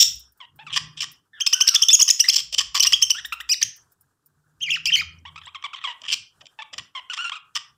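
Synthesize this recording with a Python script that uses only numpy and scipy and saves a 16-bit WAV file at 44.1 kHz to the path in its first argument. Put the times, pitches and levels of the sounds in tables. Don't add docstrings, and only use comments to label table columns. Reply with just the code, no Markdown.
import sys
import numpy as np
from scipy import signal
from scipy.fft import rfft, irfft
from scipy.io import wavfile
from scipy.ndimage import uniform_filter1d, minimum_filter1d

SR = 44100
rng = np.random.default_rng(int(sys.argv[2]) if len(sys.argv) > 2 else 0)


def voltage_ratio(level):
    return 10 ** (np.asarray(level, float) / 20)


def log_audio(samples):
    frames = np.atleast_2d(samples).T
    limited = np.clip(frames, -1, 1)
    pcm = np.round(limited * 32767).astype(np.int16)
    wavfile.write(sys.argv[1], SR, pcm)


N = 342657

# time in seconds, pitch in Hz,
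# fundamental level in dB, second partial level in dB (it rises as the beak opens).
BUILDING_CHATTER = [
    [(1.671, 2100, -39.5, -35.5), (1.676, 2605, -31, -13), (1.68, 2836, -20.5, -6),
     (1.683, 1872, -35.5, -24.5), (1.6855, 1595, -34.5, -18.5), (1.689, 2785, -24, -9),
     (1.693, 3064, -18.5, -10), (1.697, 2760, -30.5, -18.5)],
    [(1.742, 2020, -38.5, -29.5), (1.7513, 2913, -24, -4), (1.7527, 1880, -29, -21),
     (1.755, 1702, -35, -13), (1.76, 1603, -30.5, -16)],
    [(1.7575, 2343, -30.5, -22.5), (1.7605, 2880, -18.5, -10), (1.7642, 3470, -10.5, -28.5),
     (1.7667, 3625, -13.5, -35.5), (1.772, 3213, -37, -39)],
    [(1.818, 2430, -40.5, -27), (1.824, 2800, -30, -5), (1.828, 3040, -17.5, -14),
     (1.8315, 3328, -12.5, -24.5), (1.839, 3050, -19, -16), (1.8429, 2994, -47.5, -27.5)],
    [(1.883, 2490, -36.5, -20), (1.8862, 2816, -21.5, -4), (1.8917, 3550, -10, -33),
     (1.8957, 3543, -10, -53), (1.9067, 3588, -15.5, -37), (1.9099, 3184, -32, -41)],
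    [(1.902, 2530, -31.5, -22.5), (1.916, 2643, -29.5, -16.5), (1.928, 2677, -30, -20),
     (1.932, 3115, -18, -10.5), (1.94, 3474, -24, -8), (1.951, 3243, -21, -6), (1.9545, 2776, -25, -10),
     (1.958, 2245, -36, -17)],
    [(1.993, 2300, -37.5, -38.5), (1.9952, 2580, -32, -22), (1.9997, 2880, -26.5, -12.5),
     (2.0032, 2900, -17.5, -9.5), (2.008, 2942, -34.5, -29.5)],
]
PEAK_CHATTER = [
    [(2.008, 2450, -38.5, -28.5), (2.0127, 2612, -34, -13.5), (2.0162, 2632, -34.5, -10),
     (2.0177, 2399, -30, -9), (2.0227, 3220, -19, -9.5), (2.0255, 3286, -20, -10.5),
     (2.0287, 3465, -31, -5), (2.0339, 2756, -30.5, -14)],
    [(2.078, 2580, -42.5, -29.5), (2.0817, 2764, -30, -13), (2.0842, 3080, -22.5, -17),
     (2.0862, 3174, -25.5, -23), (2.0929, 3030, -15.5, -7)],
    [(2.087, 2522, -40.5, -18), (2.0912, 2833, -28.5, -13.5), (2.0932, 2096, -40.5, -25),
     (2.099, 1788, -28.5, -27.5), (2.1045, 3330, -23.5, -2), (2.1077, 3570, -21, -13.5),
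     (2.1092, 2906, -24, -8), (2.1107, 2593, -23.5, -2.5), (2.1149, 2630, -42, -31)],
    [(2.2, 2539, -35, -7), (2.2042, 2727, -22.5, -7.5), (2.2092, 2886, -19.5, -7.5),
     (2.2117, 3035, -20, -12.5), (2.2137, 2875, -23.5, -15.5), (2.222, 2609, -38.5, -42.5)],
    [(2.283, 2222, -43, -24.5), (2.2897, 2764, -20, -4.5), (2.2922, 2701, -27, -12),
     (2.2942, 2308, -34, -18), (2.2957, 2012, -24, -16), (2.3002, 3085, -22.5, -11.5),
     (2.3032, 3334, -11, -19), (2.3079, 3275, -28.5, -27)],
    [(2.8, 2110, -34.5, -29.5), (2.8042, 2712, -20, -7.5), (2.8062, 2890, -15, -7.5),
     (2.8107, 3076, -16.5, -21.5), (2.8169, 2946, -25.5, -27.5)],
    [(2.868, 2546, -25.5, -14), (2.8712, 2896, -27, -10.5), (2.8747, 2774, -16, -13),
     (2.8762, 2889, -15, -11), (2.8829, 2593, -43.5, -24)],
]
WANING_CHATTER = [
    [(2.93, 2212, -27.5, -29.5), (2.9327, 2562, -18, -7), (2.9377, 3088, -8, -27.5),
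     (2.9412, 3320, -10.5, -24.5), (2.9462, 3347, -14, -29), (2.9559, 3231, -33.5, -46)],
    [(3.021, 2453, -29, -21.5), (3.0252, 2770, -24, -5.5), (3.0297, 3067, -14, -13),
     (3.0392, 3190, -18.5, -21.5), (3.0442, 2828, -27, -21), (3.0459, 2785, -44, -32.5)],
    [(3.103, 2557, -26.5, -33.5), (3.1052, 2590, -28, -8), (3.1092, 2904, -19.5, -13.5),
     (3.1147, 3003, -15.5, -20), (3.1177, 2859, -22.5, -15), (3.121, 2583, -44.5, -52)],
    [(3.6145, 2400, -30.5, -22), (3.618, 2450, -31, -19.5), (3.6225, 1650, -26, -25.5),
     (3.6263, 2000, -26.5, -31), (3.628, 2900, -21, -9.5), (3.633, 3350, -23.5, -18),
     (3.635, 2850, -32.5, -17), (3.639, 2000, -32, -33.5)],
]
CONTACT_CALLS = [
    [(4.607, 2700, -40, -63), (4.62, 3150, -30, -43), (4.635, 3210, -22, -32), (4.648, 2767, -28, -50.5),
     (4.657, 2970, -30, -54.5), (4.666, 2417, -33, -43.5), (4.681, 2327, -29, -50.5),
     (4.691, 1960, -25.5, -49.5)],
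    [(4.691, 2224, -31, -43), (4.702, 2473, -23, -43), (4.708, 3175, -18, -30), (4.712, 3510, -32, -28.5),
     (4.718, 2917, -19.5, -38), (4.738, 2443, -22.5, -32), (4.752, 3130, -20.5, -42),
     (4.761, 1950, -31, -39.5), (4.778, 1150, -39, -45)],
    [(4.856, 2500, -30.5, -21), (4.861, 3310, -17.5, -31.5), (4.866, 2275, -29.5, -25),
     (4.876, 2600, -24.5, -21.5), (4.899, 2915, -20.5, -47), (4.905, 1800, -32, -42),
     (4.914, 1870, -34.5, -49)],
    [(4.916, 2255, -30, -53.5), (4.923, 3144, -17.5, -42.5), (4.933, 3100, -15.5, -44.5),
     (4.937, 2862, -20, -26.5), (4.943, 3228, -9, -33), (4.951, 2920, -19, -27),
     (4.956, 3010, -12.5, -22.5), (4.962, 1874, -27.5, -25.5)],
    [(4.962, 1902, -22, -39.5), (4.969, 2336, -31.5, -25.5), (4.987, 2090, -25.5, -31.5),
     (4.997, 2475, -24, -36), (5.008, 2430, -22.5, -37), (5.014, 1500, -36, -44), (5.03, 1150, -40, -43)],
]
# start in seconds, length in ms, top pitch in Hz, fundamental level in dB,
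# second partial level in dB.
SHORT_CHIRPS = [
    (1.404, 23, 3295, -22, -20.5),
    (1.4665, 13.5, 2920, -21, -9.5),
    (1.529, 18.9, 3206, -17.5, -9),
    (1.607, 20.9, 3242, -16, -9),
]
# second partial over the first in dB, then a curve whose points are
# time in seconds, pitch in Hz, effort in dB.
TWITTERS = [
    (9.3, [(3.493, 2270, -22), (3.498, 2470, -21), (3.512, 2444, -24), (3.524, 3045, -24.5), (3.533, 2630, -22.5), (3.546, 1716, -25.5)]),
]
# frequency in Hz, level in dB.
BEAK = [(5000, -1.5), (8000, -17.5), (10500, -27), (12000, -24), (14500, -22)]
# frequency in Hz, level in dB.
WINDPIPE = [(1500, -5), (2300, -10.5), (3200, 3), (4200, -15.5), (5500, -0.5), (6300, -6.5), (7200, 25)]
# start in seconds, length in ms,
# start pitch in Hz, end pitch in Hz, level in dB.
ARCHED_WARBLES = [(.589, 50, 740, 780, -50), (2.24, 28, 1780, 1683, -29.5), (2.747, 29.6, 1068, 830, -31.5),
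                  (3.247, 18.3, 1435, 1646, -32.5), (3.3225, 22, 1150, 1150, -27),
                  (3.401, 17.9, 1150, 1920, -34), (5.251, 48, 881, 1000, -46.5),
                  (5.358, 16.7, 937, 1150, -42), (5.376, 20, 1200, 980, -42.5), (5.639, 30, 1073, 844, -33),
                  (6.62, 13.2, 1045, 885, -37.5), (7.098, 34, 1350, 1150, -33.5),
                  (7.318, 34, 985, 1127, -36)]
SLIDING_WARBLES = [(7.175, 13, 1100, 1490, -33), (3.146, 57, 1310, 1950, -37), (3.183, 23, 1900, 1300, -35),
                   (5.454, 15, 3200, 4300, -45), (5.872, 52, 1000, 940, -37.5), (5.468, 31, 900, 1290, -47),
                   (6.95, 52, 1120, 960, -38), (7.187, 66, 1390, 1494, -31), (7.242, 49, 1397, 1395, -30)]
SAGGING_WARBLES = [(.665, 31.4, 1485, 1236, -42), (.402, 58, 1170, 1000, -49.5),
                   (5.434, 21, 1920, 1700, -53), (5.546, 25, 1346, 1104, -39.5),
                   (5.732, 22.7, 1436, 1084, -37), (5.839, 30, 1305, 1134, -32),
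                   (6.588, 34, 940, 1000, -41.5), (7.353, 30, 1565, 1333, -38.5)]
FAR_COOS = [
    (1.332, 63.24, 1837, 1300, -53),
    (1.543, 47.52, 1470, 1417, -43),
    (1.627, 38.98, 1550, 1455, -44),
    (1.713, 37.04, 1387, 1100, -46.5),
]
# frequency in Hz, level in dB.
TRACT = [(1100, -2), (2100, -3), (3200, 8), (4200, -12), (5400, -6.5), (6300, -12), (7800, -5),
         (11000, -28.5), (15000, -20.5)]
# start in seconds, length in ms,
# middle throat band level in dB, upper band over the middle in dB.
SHARP_RASPS = [(0.722, 45, -29, -9), (0.966, 33.5, -38, -6.5), (1.003, 25.5, -29.5, -0.5),
               (1.463, 9, -20, 0.5), (4.8555, 5, -26.5, 1.5), (2.328, 24, -28.5, 4.5),
               (2.354, 24, -26.5, 6), (2.374, 36, -29, 2), (2.522, 31, -29, 1), (2.578, 23.7, -18.5, -0.5),
               (2.824, 19, -24, 7), (2.194, 9, -27, 1), (2.795, 8.9, -28.5, 6), (2.861, 14, -28, 8.5),
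               (3.097, 12, -30, 3.5), (3.015, 9.8, -39.5, 8), (6.017, 6.7, -44, -4), (6.074, 45, -30.5, -6),
               (6.116, 29, -22.5, 0), (6.455, 6.4, -49.5, -5), (6.466, 6.2, -46.5, -4)]
THROATY_RASPS = [(0.696, 31, -41, -20), (0.758, 28, -22, -1), (1.024, 24, -32.5, 0.5),
                 (2.6, 20.6, -28.5, 1.5), (2.744, 41, -28, 5), (2.848, 21, -26, -13),
                 (2.922, 8.6, -23.5, -2), (5.414, 14, -47.5, -22), (5.625, 4.8, -43, -11),
                 (5.755, 40, -43, -17), (5.802, 130, -43.5, -16), (6.033, 37.7, -40.5, -10),
                 (6.408, 13.5, -49, -6), (6.729, 20, -39, -3), (6.78, 9.2, -33, 0),
                 (6.792, 8.5, -36.5, -10), (7.13, 20.6, -33, -3.5), (7.165, 21, -37.5, -3.5),
                 (7.295, 6.1, -31.5, -9), (7.55, 20.5, -28, 0.5), (7.565, 14.4, -30.5, -3)]
# frequency in Hz, width in Hz, level in dB.
THROAT = [
    [(1150, 250, 10.5), (1902, 280, 12.5)],
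    [(3140, 850, 5), (2500, 64, -0.5)],
    [(5110, 1900, 12.5), (7020, 770, 5), (9910, 22000, -18.5)],
    [(13800, 4100, 0)],
]
SHRILL_THROAT = [
    [(1400, 300, 0)],
    [(3400, 800, 0)],
    [(5550, 600, 0), (6900, 1400, -9), (9900, 6000, -26)],
    [(14000, 3500, 0)],
]
# time in seconds, middle throat band level in dB, upper band level in dB.
PIPS = [(0.0045, -20.5, 6.5), (0.0081, -15, -1.5), (0.016, -18.5, -4), (0.0223, -11.5, -3),
        (0.03, -15.5, -10.5), (0.9806, -30, -51), (1.0073, -18, -22), (1.011, -33, -23), (1.0303, -30, -31),
        (1.0336, -33, -26.5), (2.329, -22, -11.5), (2.3359, -26.5, -21), (2.3421, -26, -13),
        (2.3604, -29, -14), (2.3672, -24, -3), (2.387, -15, -21), (2.777, -18, -19), (2.788, -31.5, -16.5),
        (2.826, -27, -14), (2.836, -14.5, -13), (2.8414, -13, -10.5), (2.849, -20.5, -8.5),
        (2.8523, -29.5, -15),
        (6.085, -19, -38), (6.092, -18, -33), (6.104, -18, -38), (5.19, -70, -50)]
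# start in seconds, peak level in dB.
TICKS = [(0.1544, -49), (0.1943, -47), (0.3212, -55.5), (0.3755, -57), (0.5596, -53.5), (1.1166, -47),
         (3.256, -39), (3.326, -37.5), (3.4042, -44), (3.7628, -49.5), (3.9195, -52.5), (4.0098, -51.5),
         (4.2599, -49.5)]
# start in seconds, peak level in dB.
KNOCKS = [(2.525, -51), (2.754, -53), (6.018, -56), (6.41, -54.5), (6.728, -50), (6.779, -56)]
# frequency in Hz, time to die by 60 dB in seconds.
WALLS = [(700, 0.46), (3000, 0.34), (6000, 0.32), (13000, 0.29)]
# time in seconds, pitch in Hz, level in dB.
ENGINES = [
    [(0, 61, -69), (.15, 62.4, -54.5), (.4, 65, -86)],
    [(2.4, 53.7, -64), (3.3, 61.7, -63), (3.6, 62, -73)],
    [(4.7, 78.3, -93), (5.05, 82, -51), (5.45, 84, -60.5), (5.7, 84, -86)],
    [(.5, 142.4, -68), (.82, 155.3, -49.5), (1.2, 149.3, -72.5)],
    [(4.0, 142, -90), (4.75, 156, -57), (5.05, 166, -59), (5.5, 148.5, -64)],
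]
# peak time in seconds, peak level in dB, fall to each side in dB per second.
TRAFFIC = [(0, -59, 50.5), (.78, -49, 66), (1.101, -57.5, 81), (1.55, -64.5, 37.5), (2.1, -70.5, 21.5),
           (2.9, -61, 13), (3.649, -59.5, 82), (4.95, -56.5, 23.5), (6.15, -61.5, 64), (6.799, -51, 151)]
# frequency in Hz, density in dB per Hz.
HUSH = [(300, -16), (900, -8), (1600, -5.5), (2100, -19.5), (7800, -13), (16000, -20)]

POP_LEAD = 130
PIP_MS = 4.2


def evened(x):
    return x / np.sqrt(np.mean(x ** 2) + 1e-20)


def read(points, hz):
    f, value = np.transpose(points)
    return np.interp(np.log(hz + 1), np.log(f + 1), value)


def add(mix, s, sound):
    part = mix[max(round(s * SR), 0):][:len(sound)]
    part += sound[:len(part)]


def columns(rows):
    s, *rest = np.transpose(rows)
    t = np.arange(s[0], s[-1], 1 / SR)
    return [uniform_filter1d(np.interp(t, s, c), size=40) for c in rest]


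def wobble(n, span):
    once = uniform_filter1d(rng.standard_normal(n), span)
    return evened(uniform_filter1d(once, span))


def ring(x, hz, width):
    b, a = signal.iirpeak(min(hz, SR * .45), hz / width, SR)
    return signal.lfilter(b, a, signal.lfilter(b, a, x))


def coloured(points):
    hz = np.fft.rfftfreq(N, 1 / SR)
    return evened(irfft(rfft(rng.standard_normal(N)) * voltage_ratio(read(points, hz)), N))


def fade(n, rise, fall):
    t = np.arange(n) / SR
    return np.clip(t / rise, 0, 1) * np.clip(t[::-1] / fall, 0, 1)


def membranes(hz, levels_db, jitter, flutter_db):
    n = len(hz)
    unsteady = wobble(n, span=25) + 1.2 * wobble(n, span=160)
    turns = np.cumsum(hz * (1 + jitter * unsteady)) / SR
    tone = np.zeros(n)
    for k, db in enumerate(levels_db, 1):
        flutter = flutter_db * min(k, 3) ** 0.75 * wobble(n, span=50)
        audible = k * hz < SR * .4
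        tone += np.sqrt(2) * voltage_ratio(db + flutter) * audible * np.sin(2 * np.pi * k * turns)
    return tone


def chirp(hz, first_db, over_db, pop_db, flutter_db):
    second_db = first_db + over_db
    upper = [second_db + read(BEAK, k * hz) - 0.89 * (k - 2) for k in range(3, 8)]
    tone = membranes(hz, [first_db, second_db] + upper, jitter=0.012, flutter_db=flutter_db)
    breath = voltage_ratio(second_db - 19.5) * rng.standard_normal(len(hz))
    tone = (tone + ring(breath, 8800, 9000)) * fade(len(hz), 0.0023, 0.0023)
    tone = np.pad(tone, (POP_LEAD, 0))
    add(tone, 0, rasp(9, np.mean(second_db) + pop_db, 1, -7))
    return tone


def chatter(rows, *voice):
    hz, first_db, second_db = columns(rows)
    return chirp(hz, first_db, second_db - first_db, *voice)


def short_chirp(ms, top_hz, first_db, second_db):
    t = np.arange(0, ms, 1000 / SR)
    scoop, drop = 0.38 * np.exp(-t / 5.2), 0.2 * np.exp((t - ms) / 2.6)
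    hz = top_hz * (1 - scoop - drop)
    effort_db = -8 * (2 * t / ms - 1) ** 4
    shut_db = 3 * (t / ms - .5)
    first = first_db + effort_db + read(WINDPIPE, hz)
    second = second_db + effort_db + read(WINDPIPE, 2 * hz) - shut_db
    return chirp(hz, first, second - first, pop_db=-13, flutter_db=0.9)


def twitter(over_db, rows):
    hz, effort_db = columns(rows)
    first_pipe, second_pipe = read(WINDPIPE, hz), read(WINDPIPE, 2 * hz)
    return chirp(hz, effort_db + first_pipe, over_db + second_pipe - first_pipe, pop_db=-18, flutter_db=1.3)


def warble(ms, start_hz, end_hz, db, bend, tilt_db, scratch_db):
    u = np.linspace(-1, 1, round(ms * SR / 1000))
    mean_hz = (start_hz + end_hz) / 2
    hz = u * (end_hz - start_hz) / 2 + mean_hz * (bend + u ** 2 * (1 - bend))
    shape = np.array([read(TRACT, k * hz) - tilt_db * k for k in range(1, 9)])
    shape -= 10 * np.log10(voltage_ratio(2 * shape[0]) + voltage_ratio(2 * shape[1]))
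    effort_db = db - 0.24 * u ** 2 - 5 * u
    tone = membranes(hz, shape + effort_db, jitter=.012, flutter_db=1.9) * fade(len(hz), .002, .004)
    add(tone, 0, rasp(ms - 5, db + scratch_db - .2 * ms, -6, -8))
    return tone


def rasp(ms, mid_db, high_db, low_db, rise=.0012, throat=THROAT):
    n = max(round(ms * SR / 1000), 60)
    turns = np.cumsum(230 * np.exp(0.44 * wobble(n, span=150))) / SR
    puff = .3 + np.exp(-(turns % 1) / .24)
    swell = voltage_ratio(2.6 * wobble(n, span=200)) * fade(n, rise * n / 400, 0.0056)
    drive = np.pad(puff * swell * rng.standard_normal(n), (0, 200))
    shift = np.exp(.015 * rng.standard_normal())
    bands = []
    for band in throat:
        bands.append(evened(sum(voltage_ratio(db) * ring(drive, hz * shift, width) for hz, width, db in band)))
    low, middle, high, top = bands
    top_db = 2.5 * high_db - 28.0
    return voltage_ratio(mid_db) * (voltage_ratio(low_db) * low + middle + voltage_ratio(high_db) * high + voltage_ratio(top_db) * top)


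def pip(mid_db, high_db):
    t = np.arange(0, PIP_MS, 1000 / SR) / 1000
    hz = np.multiply((3150, 5500), 1 + .03 * rng.standard_normal(2))[:, None]
    rings = voltage_ratio([[mid_db], [high_db]]) * np.sin(2 * np.pi * (hz * t + rng.random((2, 1))))
    return rings.sum(0) * np.sin(np.pi * (t / t[-1]) ** 0.43) ** 2


def tick(db):
    t = np.arange(900) / SR
    snap = rng.standard_normal(len(t)) * np.exp(-t / 0.012)
    wire = ring(snap, 13800, 5000) + 0.57 * ring(snap, 10240, 6000) + 0.52 * ring(snap, 5530, 900)
    return voltage_ratio(db) * 2.1 * wire


def knock(db):
    t = np.arange(2500) / SR
    push = rng.standard_normal(len(t)) * np.exp(-t / 0.036)
    return voltage_ratio(db + 17.5) * (ring(push, 600, 300) + .5 * ring(push, 300, 200))


def room(x):
    out, turn = np.zeros(N), np.arange(N) / SR * np.pi * 4.3
    for k in range(3):
        taps = np.zeros(SR // 2)
        at = np.arange(260, len(taps) - 20, 20)
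        taps[at + rng.integers(0, 20, len(at))] = rng.choice([-1., 1.], len(at))
        taps *= 1 - np.exp(-np.arange(len(taps)) / SR / 0.009)
        hz, t, z = signal.stft(taps, SR, nperseg=256)
        decay = voltage_ratio(-60 * t / read(WALLS, hz)[:, None])
        tail = signal.istft(z * decay, SR, nperseg=256)[1]
        share = np.cos(turn + k * np.pi / 3)
        out += signal.oaconvolve(x * share, tail / np.linalg.norm(tail))[:N]
    return out


def traffic():
    t = np.arange(N) / SR
    swell_db = np.max([db - fall * abs(t - s) for s, db, fall in TRAFFIC], axis=0)
    low = coloured([(20, -34.5), (55, -3.5), (120, 6.0), (180, -2.5), (280, -15.5), (450, -20.0), (700, -69.5)])
    rumble = voltage_ratio(np.maximum(swell_db, -72) - 4.0 + 6.2 * wobble(N, span=2500)) * low
    thump = ring(rng.standard_normal(N), 260, 160) * 10
    return rumble + voltage_ratio(swell_db - 11.5 + 3.7 * wobble(N, span=1800)) * thump


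def engine(rows):
    hz, db = columns(rows)
    db = db + 4 * wobble(len(hz), span=1500)
    tone = np.sqrt(2) * voltage_ratio(db) * np.sin(2 * np.pi * np.cumsum(hz) / SR)
    return tone * fade(len(hz), 0.046, 0.058)


def background():
    out = voltage_ratio(-65 + 2 * wobble(N, span=2000)) * coloured(HUSH)
    out += traffic()
    for rows in ENGINES:
        add(out, rows[0][0], engine(rows))
    return out


def scene():
    birds, far, lead = np.zeros(N), np.zeros(N), POP_LEAD / SR
    loud = BUILDING_CHATTER + PEAK_CHATTER + WANING_CHATTER
    # pop dB, flutter dB
    for table, *voice in ((loud, -19, 1.1), (CONTACT_CALLS[:4], -12, 1.8), (CONTACT_CALLS[4:], -12, 2.8)):
        for rows in table:
            add(birds, rows[0][0] - lead, chatter(rows, *voice))
    for s, *note in SHORT_CHIRPS:
        add(birds, s - lead, short_chirp(*note))
    for over_db, rows in TWITTERS:
        add(birds, rows[0][0] - lead, twitter(over_db, rows))
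    for table, bend in ((ARCHED_WARBLES, 1.2), (SLIDING_WARBLES, 1), (SAGGING_WARBLES, .88)):
        for s, *note in table:
            add(birds, s, warble(*note, bend, tilt_db=3.3, scratch_db=-10))
    for s, *note in FAR_COOS:
        add(far, s, warble(*note, 1.05, tilt_db=13.0, scratch_db=-17.5))
    # lower band over the middle in dB, rise
    for table, *throat in ((SHARP_RASPS, -22, .0025), (THROATY_RASPS, -6.5, .001)):
        for s, *burst in table:
            add(birds, s, rasp(*burst, *throat))
    add(birds, 0, rasp(34, -13.5, 8.5, -43.0, .0003, throat=SHRILL_THROAT))
    for s, *bands in PIPS:
        add(birds, s - PIP_MS / 2500, pip(*bands))
    for s, db in TICKS:
        add(birds, s, tick(db))
    no_bass = signal.butter(4, 550, "high", fs=SR, output="sos")
    birds = signal.sosfilt(no_bass, birds)
    for s, db in KNOCKS:
        add(birds, s, knock(db))
    echoes = voltage_ratio(-15.0) * room(birds + 7.2 * far)
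    return (birds + echoes + 1.1 * far + background())[None]


def low_pass(x):
    return signal.sosfilt(signal.butter(12, 16680, fs=SR, output="sos"), x)


def record(dry):
    hz, t, z = signal.stft(dry, SR, nperseg=512, noverlap=384)
    power = uniform_filter1d(uniform_filter1d(abs(z) ** 2, size=7, axis=1), size=5, axis=2)
    under_db = np.clip(-75 - 10 * np.log10(power + 1e-16), 0, 14) * (hz > 500)[:, None]
    edge = 1 / (1 + (hz / 15600) ** 80)
    gated = signal.istft(z * voltage_ratio(-.9 * under_db) * edge[:, None], SR, nperseg=512, noverlap=384)[1][:, :N]
    crest = -minimum_filter1d(-abs(gated), size=121)
    limited = gated / uniform_filter1d(np.maximum(crest / .86, 1), size=121)
    return low_pass(limited)


dry = scene()
out = record(dry)
log_audio(out)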